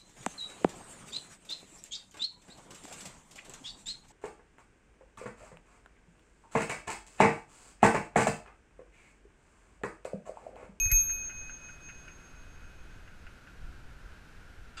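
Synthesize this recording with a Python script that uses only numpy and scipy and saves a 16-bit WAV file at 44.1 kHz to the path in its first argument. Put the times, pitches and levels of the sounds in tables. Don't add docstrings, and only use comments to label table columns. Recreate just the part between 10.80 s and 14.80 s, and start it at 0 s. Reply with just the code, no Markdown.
import sys
import numpy as np
from scipy import signal
from scipy.fft import rfft, irfft
from scipy.io import wavfile

SR = 44100
rng = np.random.default_rng(int(sys.argv[2]) if len(sys.argv) > 2 else 0)


def to_wav(s):
    ch = np.atleast_2d(s).T
    pcm = np.round(np.clip(ch, -1, 1) * 32767)
    wavfile.write(sys.argv[1], SR, pcm.astype(np.int16))


N = 176400
T = np.arange(N) / SR
FREQS = np.fft.rfftfreq(N, 1 / SR)


def amp(db):
    return 10 ** (np.asarray(db) / 20)


def unit(x):
    return x / np.sqrt(np.mean(x ** 2) + 1e-20)


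def curve(points):
    return np.interp(T, *np.transpose(points))


def noise(spectrum):
    hz, db = np.transpose(spectrum)
    gain = amp(np.interp(np.log(FREQS + 1), np.log(hz), db))
    return unit(irfft(rfft(rng.standard_normal(N)) * gain, N))


def drift(rate_hz):
    return unit(irfft(rfft(rng.standard_normal(N)) * np.exp(-(FREQS / rate_hz) ** 2), N))


def onset(age, rise_s):
    return np.sin(np.pi / 2 * np.clip(age / rise_s, 0, 1)) ** 2


def decay(age, t60):
    return (age >= 0) * np.exp(-np.log(1000) * np.maximum(age, 0) / t60)


# (frequency [Hz], relative density [dB])
TYRE_SPECTRUM = [(20, -0.5), (100, 0), (170, -1), (260, -3.5), (450, -8.5), (800, -11.5), (1200, -12),
                 (1400, -3.5), (1550, -3.5), (1850, -12.5), (2600, -14), (3300, -19), (4800, -22.5),
                 (7000, -25.5), (10000, -32), (12500, -35), (13500, -42), (15000, -37.5)]
# (time [s], level [dB])
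TYRE_LEVEL = [(0, -54.5), (.6, -55.5), (1.3, -55.5), (2, -56), (2.6, -55.5), (4, -56)]
def tyres():
    return noise(TYRE_SPECTRUM) * amp(curve(TYRE_LEVEL) + 0.39 * drift(rate_hz=14))


# (frequency [Hz], relative density [dB])
WIND_SPECTRUM = [(8, -2.5), (20, 1), (33, -4), (55, -6.5), (80, -11), (130, -20), (250, -45), (1000, -70.5)]
# (time [s], level [dB])
WIND_LEVEL = [(0, -43.5), (.7, -49), (1.3, -50), (2.0, -54), (2.7, -44), (3.2, -47.5), (4, -47.5)]
def wind(gust_db=4.5):
    rumble = noise(WIND_SPECTRUM) * amp(gust_db * drift(rate_hz=4.1))
    return unit(rumble) * amp(curve(WIND_LEVEL))


# (frequency [Hz], bandwidth [Hz], relative level [dB])
SCRAPE_MODES = [(1400, 130, 2.5), (2700, 240, -2), (3530, 120, -2.5), (4780, 70, -6.5), (6550, 270, -12),
                (7650, 530, -7)]
# (time [s], level [dB])
SCRAPE_LEVEL = [(3.967, -77), (3.971, -45.5), (3.985, -43), (3.993, -47.5), (4.0, -39)]
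def scrape(cutoff_hz=8640):
    metal = np.zeros(N)
    for hz, width, db in SCRAPE_MODES:
        pole = np.exp((-np.pi * width + 2j * np.pi * hz) / SR)
        metal += amp(db) * unit(signal.lfilter([1], [1, -pole], rng.standard_normal(N)).real)
    metal = signal.sosfilt(signal.butter(6, cutoff_hz, fs=SR, output="sos"), metal)
    return unit(metal) * amp(curve(SCRAPE_LEVEL)) * (T > SCRAPE_LEVEL[0][0])


# (time [s], knock level [dB], rasp level [dB])
TICKS = [(0.295, -45, -50), (0.4952, -45, -49.5), (0.695, -49, -51.5), (0.888, -43, -54.5),
         (1.0878, -42.5, -47), (1.279, -50.5, -51), (2.276, -57.5, -57), (2.4666, -47.5, -53.5),
         (2.671, -48.5, -59)]
# (frequency [Hz], relative density [dB])
KNOCK_SPECTRUM = [(300, -31), (1150, -46), (1420, 3), (1580, 7), (1800, -21), (2600, -32.5), (15000, -60)]
# (frequency [Hz], relative density [dB])
RASP_SPECTRUM = [(300, -19), (1200, -9.5), (2050, 3), (2850, 1), (3400, -24.5), (5000, -18), (9000, -38),
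                 (15000, -41)]
def wheel():
    knock, rasp = np.zeros((2, N))
    for start, knock_db, rasp_db in TICKS:
        age = T - start
        snap = amp(-3.5) * decay(age, t60=0.023)
        attack = onset(age, rise_s=0.0011) * (1 + snap)
        knock += amp(knock_db) * attack * decay(age, t60=0.084)
        rasp += amp(rasp_db) * attack * decay(age, t60=0.11)
    return knock * noise(KNOCK_SPECTRUM) + rasp * noise(RASP_SPECTRUM)


# (time [s], level [dB], frequency [Hz], t60 [s])
JOLTS = [(.005, -30.5, 25.7, 0.88), (0.055, -21, 74, 0.086), (0.1158, -14.5, 80.9, 0.074),
         (0.1265, -12.5, 32.85, 0.16)]
def handlebar():
    out = np.zeros(N)
    for start, db, hz, t60 in JOLTS:
        age = T - start
        out += amp(db) * onset(age, rise_s=0.016) * decay(age, t60) * np.sin(2 * np.pi * hz * age)
    return out


def read_at(x, times):
    fine = signal.resample_poly(x, up=8, down=1)
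    return np.interp(times, np.linspace(0, N / SR, len(fine), endpoint=False), fine, right=0)


BICYCLE_M_PER_S, SOUND_M_PER_S = 5.5, 343
def far_echoes(x, delay_scale_s=0.16, count=30):
    times = []
    for k, (lateness, jitter) in enumerate(rng.random((count, 2))):
        bearing_cosine = 0.76 * (2 * (k + jitter) / count - 1)
        shift = 2 * BICYCLE_M_PER_S / SOUND_M_PER_S * bearing_cosine
        times.append((T - delay_scale_s * (0.1 + lateness)) * (1 + shift))
    fade_in = np.clip(np.array(times) / delay_scale_s * 10, 0, 1)
    return np.sum(read_at(x, times) * fade_in, axis=0) / np.sqrt(count)


# (start [s], end [s], level [dB], path shortening at start [m/s], path shortening at end [m/s])
REFLECTORS = [(.3, .62, -17, 1.6, 1.6), (.6, 1.0, -13, -.8, -3.4), (1.1, 1.4, -12, -2.1, -1.6),
              (1.12, 1.62, -9, 2.0, .5)]
def near_echoes(x, initial_delay_s=0.03):
    out = np.zeros(N)
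    for start, end, db, first_speed, last_speed in REFLECTORS:
        progress = np.clip((T - start) / (end - start), 0, 1)
        speed = first_speed + (last_speed - first_speed) * progress
        delay = initial_delay_s - np.cumsum(speed) / SR / SOUND_M_PER_S
        out += amp(db) * np.sin(np.pi * progress) * read_at(x, T - delay)
    return out


# (time [s], level [dB])
LEVER_MOVES = [(.055, -46), (.1, -45), (0.108, -39), (.116, -38), (0.123, -46)]
# (frequency [Hz], relative density [dB])
LEVER_SPECTRUM = [(300, -5), (1000, -26), (1450, 4), (2200, 9), (3000, -15.5), (5000, -17), (10000, -32.5),
                  (15000, -43)]
def lever():
    envelope = sum(amp(db) * onset(T - start, rise_s=0.003) * decay(T - start, t60=0.056)
                   for start, db in LEVER_MOVES)
    return envelope * noise(LEVER_SPECTRUM)


# (frequency [Hz], relative density [dB])
CLICK_SPECTRUM = [(300, -25), (1200, -22), (2200, 2), (3500, -8), (5200, -2), (6900, 14), (8600, -13),
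                  (12000, -9), (15000, -12.5)]
# (time [s], strength [dB], extra gain of the top partial [dB])
STRIKES = [(-0.085, 2, -3), (0.1159, -1, 1)]
def hammer():
    envelope = np.zeros(N)
    for start, strength_db, _ in STRIKES:
        click = amp(-26.5) * decay(T - start, t60=0.012)
        tail = amp(-41.5) * decay(T - start, t60=0.035)
        envelope += amp(strength_db) * (click + tail)
    return envelope * noise(CLICK_SPECTRUM)


# (frequency [Hz], prompt level [dB], prompt t60 [s], lingering level [dB], lingering t60 [s])
DOME_MODES = [(2528, -46.5, 0.52, -38, 3.46), (6452.5, -23, 0.98, -34.5, 3.15),
              (11700, -25, 0.43, -57, 1.05)]
# (time [s], gain [dB])
LOW_WAVER = [(0, 5), (.1, 2.5), (.135, 6), (.2, 0.5), (.262, -9.5), (.33, 1.5), (.39, 1), (.44, 0),
             (.48, -16), (.5, -1.5), (.69, 1.5), (.77, -8.5), (.855, 3), (.985, -4), (1.09, 5.5),
             (1.22, -2.5), (1.28, 4), (1.34, -4), (1.5, -1.5), (1.68, 3), (1.74, -2), (1.82, 5)]
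# (time [s], gain [dB])
MAIN_WAVER = [(0, -3.5), (.055, 2.5), (.097, -6), (.135, -1), (.163, 6.5), (.21, 5.5), (.245, -4.5),
              (.31, 4.5), (.372, -3.5), (.48, 3), (.52, -8), (.6, 2.5), (.67, -6.5), (.74, 5), (.805, -12),
              (.85, 3), (.985, -10.5), (1.08, 6), (1.17, -1), (1.5, -1)]
# (time [s], gain [dB])
TOP_WAVER = [(0, -1), (.08, 2), (.11, 2), (.125, 1.5), (.195, -8), (.24, 4.5), (.3, -5.5), (.34, 8),
             (.45, -3), (.58, 8)]
def bell(rise_s, beat_hz=7.42):
    out = np.zeros(N)
    twin_hz = DOME_MODES[1][0] + beat_hz
    for start, strength_db, top_db in STRIKES:
        age = T - start
        twin_envelope = amp(-45.5) * onset(age, rise_s=1.5) * decay(age, t60=3.6)
        ring = twin_envelope * np.sin(2 * np.pi * twin_hz * age)
        wavers = [curve(LOW_WAVER), curve(MAIN_WAVER), curve(TOP_WAVER) + top_db]
        for (hz, db, t60, linger_db, linger_t60), waver_db in zip(DOME_MODES, wavers):
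            envelope = amp(db) * decay(age, t60) + amp(linger_db) * decay(age, linger_t60)
            ring += amp(waver_db) * envelope * np.sin(2 * np.pi * hz * age)
        out += (amp(strength_db) * ring - out) * onset(age, rise_s)
    return out


def scene():
    softened = bell(rise_s=0.015)
    echoes = near_echoes(softened) + amp(-29.5) * far_echoes(softened)
    direct = bell(rise_s=0.0006) + hammer() + lever()
    riding = handlebar() + wheel() + scrape() + tyres() + wind()
    return (echoes + direct + riding)[None]


def record(dry):
    cutoff_hz = 15100
    lowpass = signal.firwin(401, cutoff_hz, window=("kaiser", 8), fs=SR)
    return signal.oaconvolve(dry, lowpass[None], "same")


dry = scene()
out = record(dry)
to_wav(out)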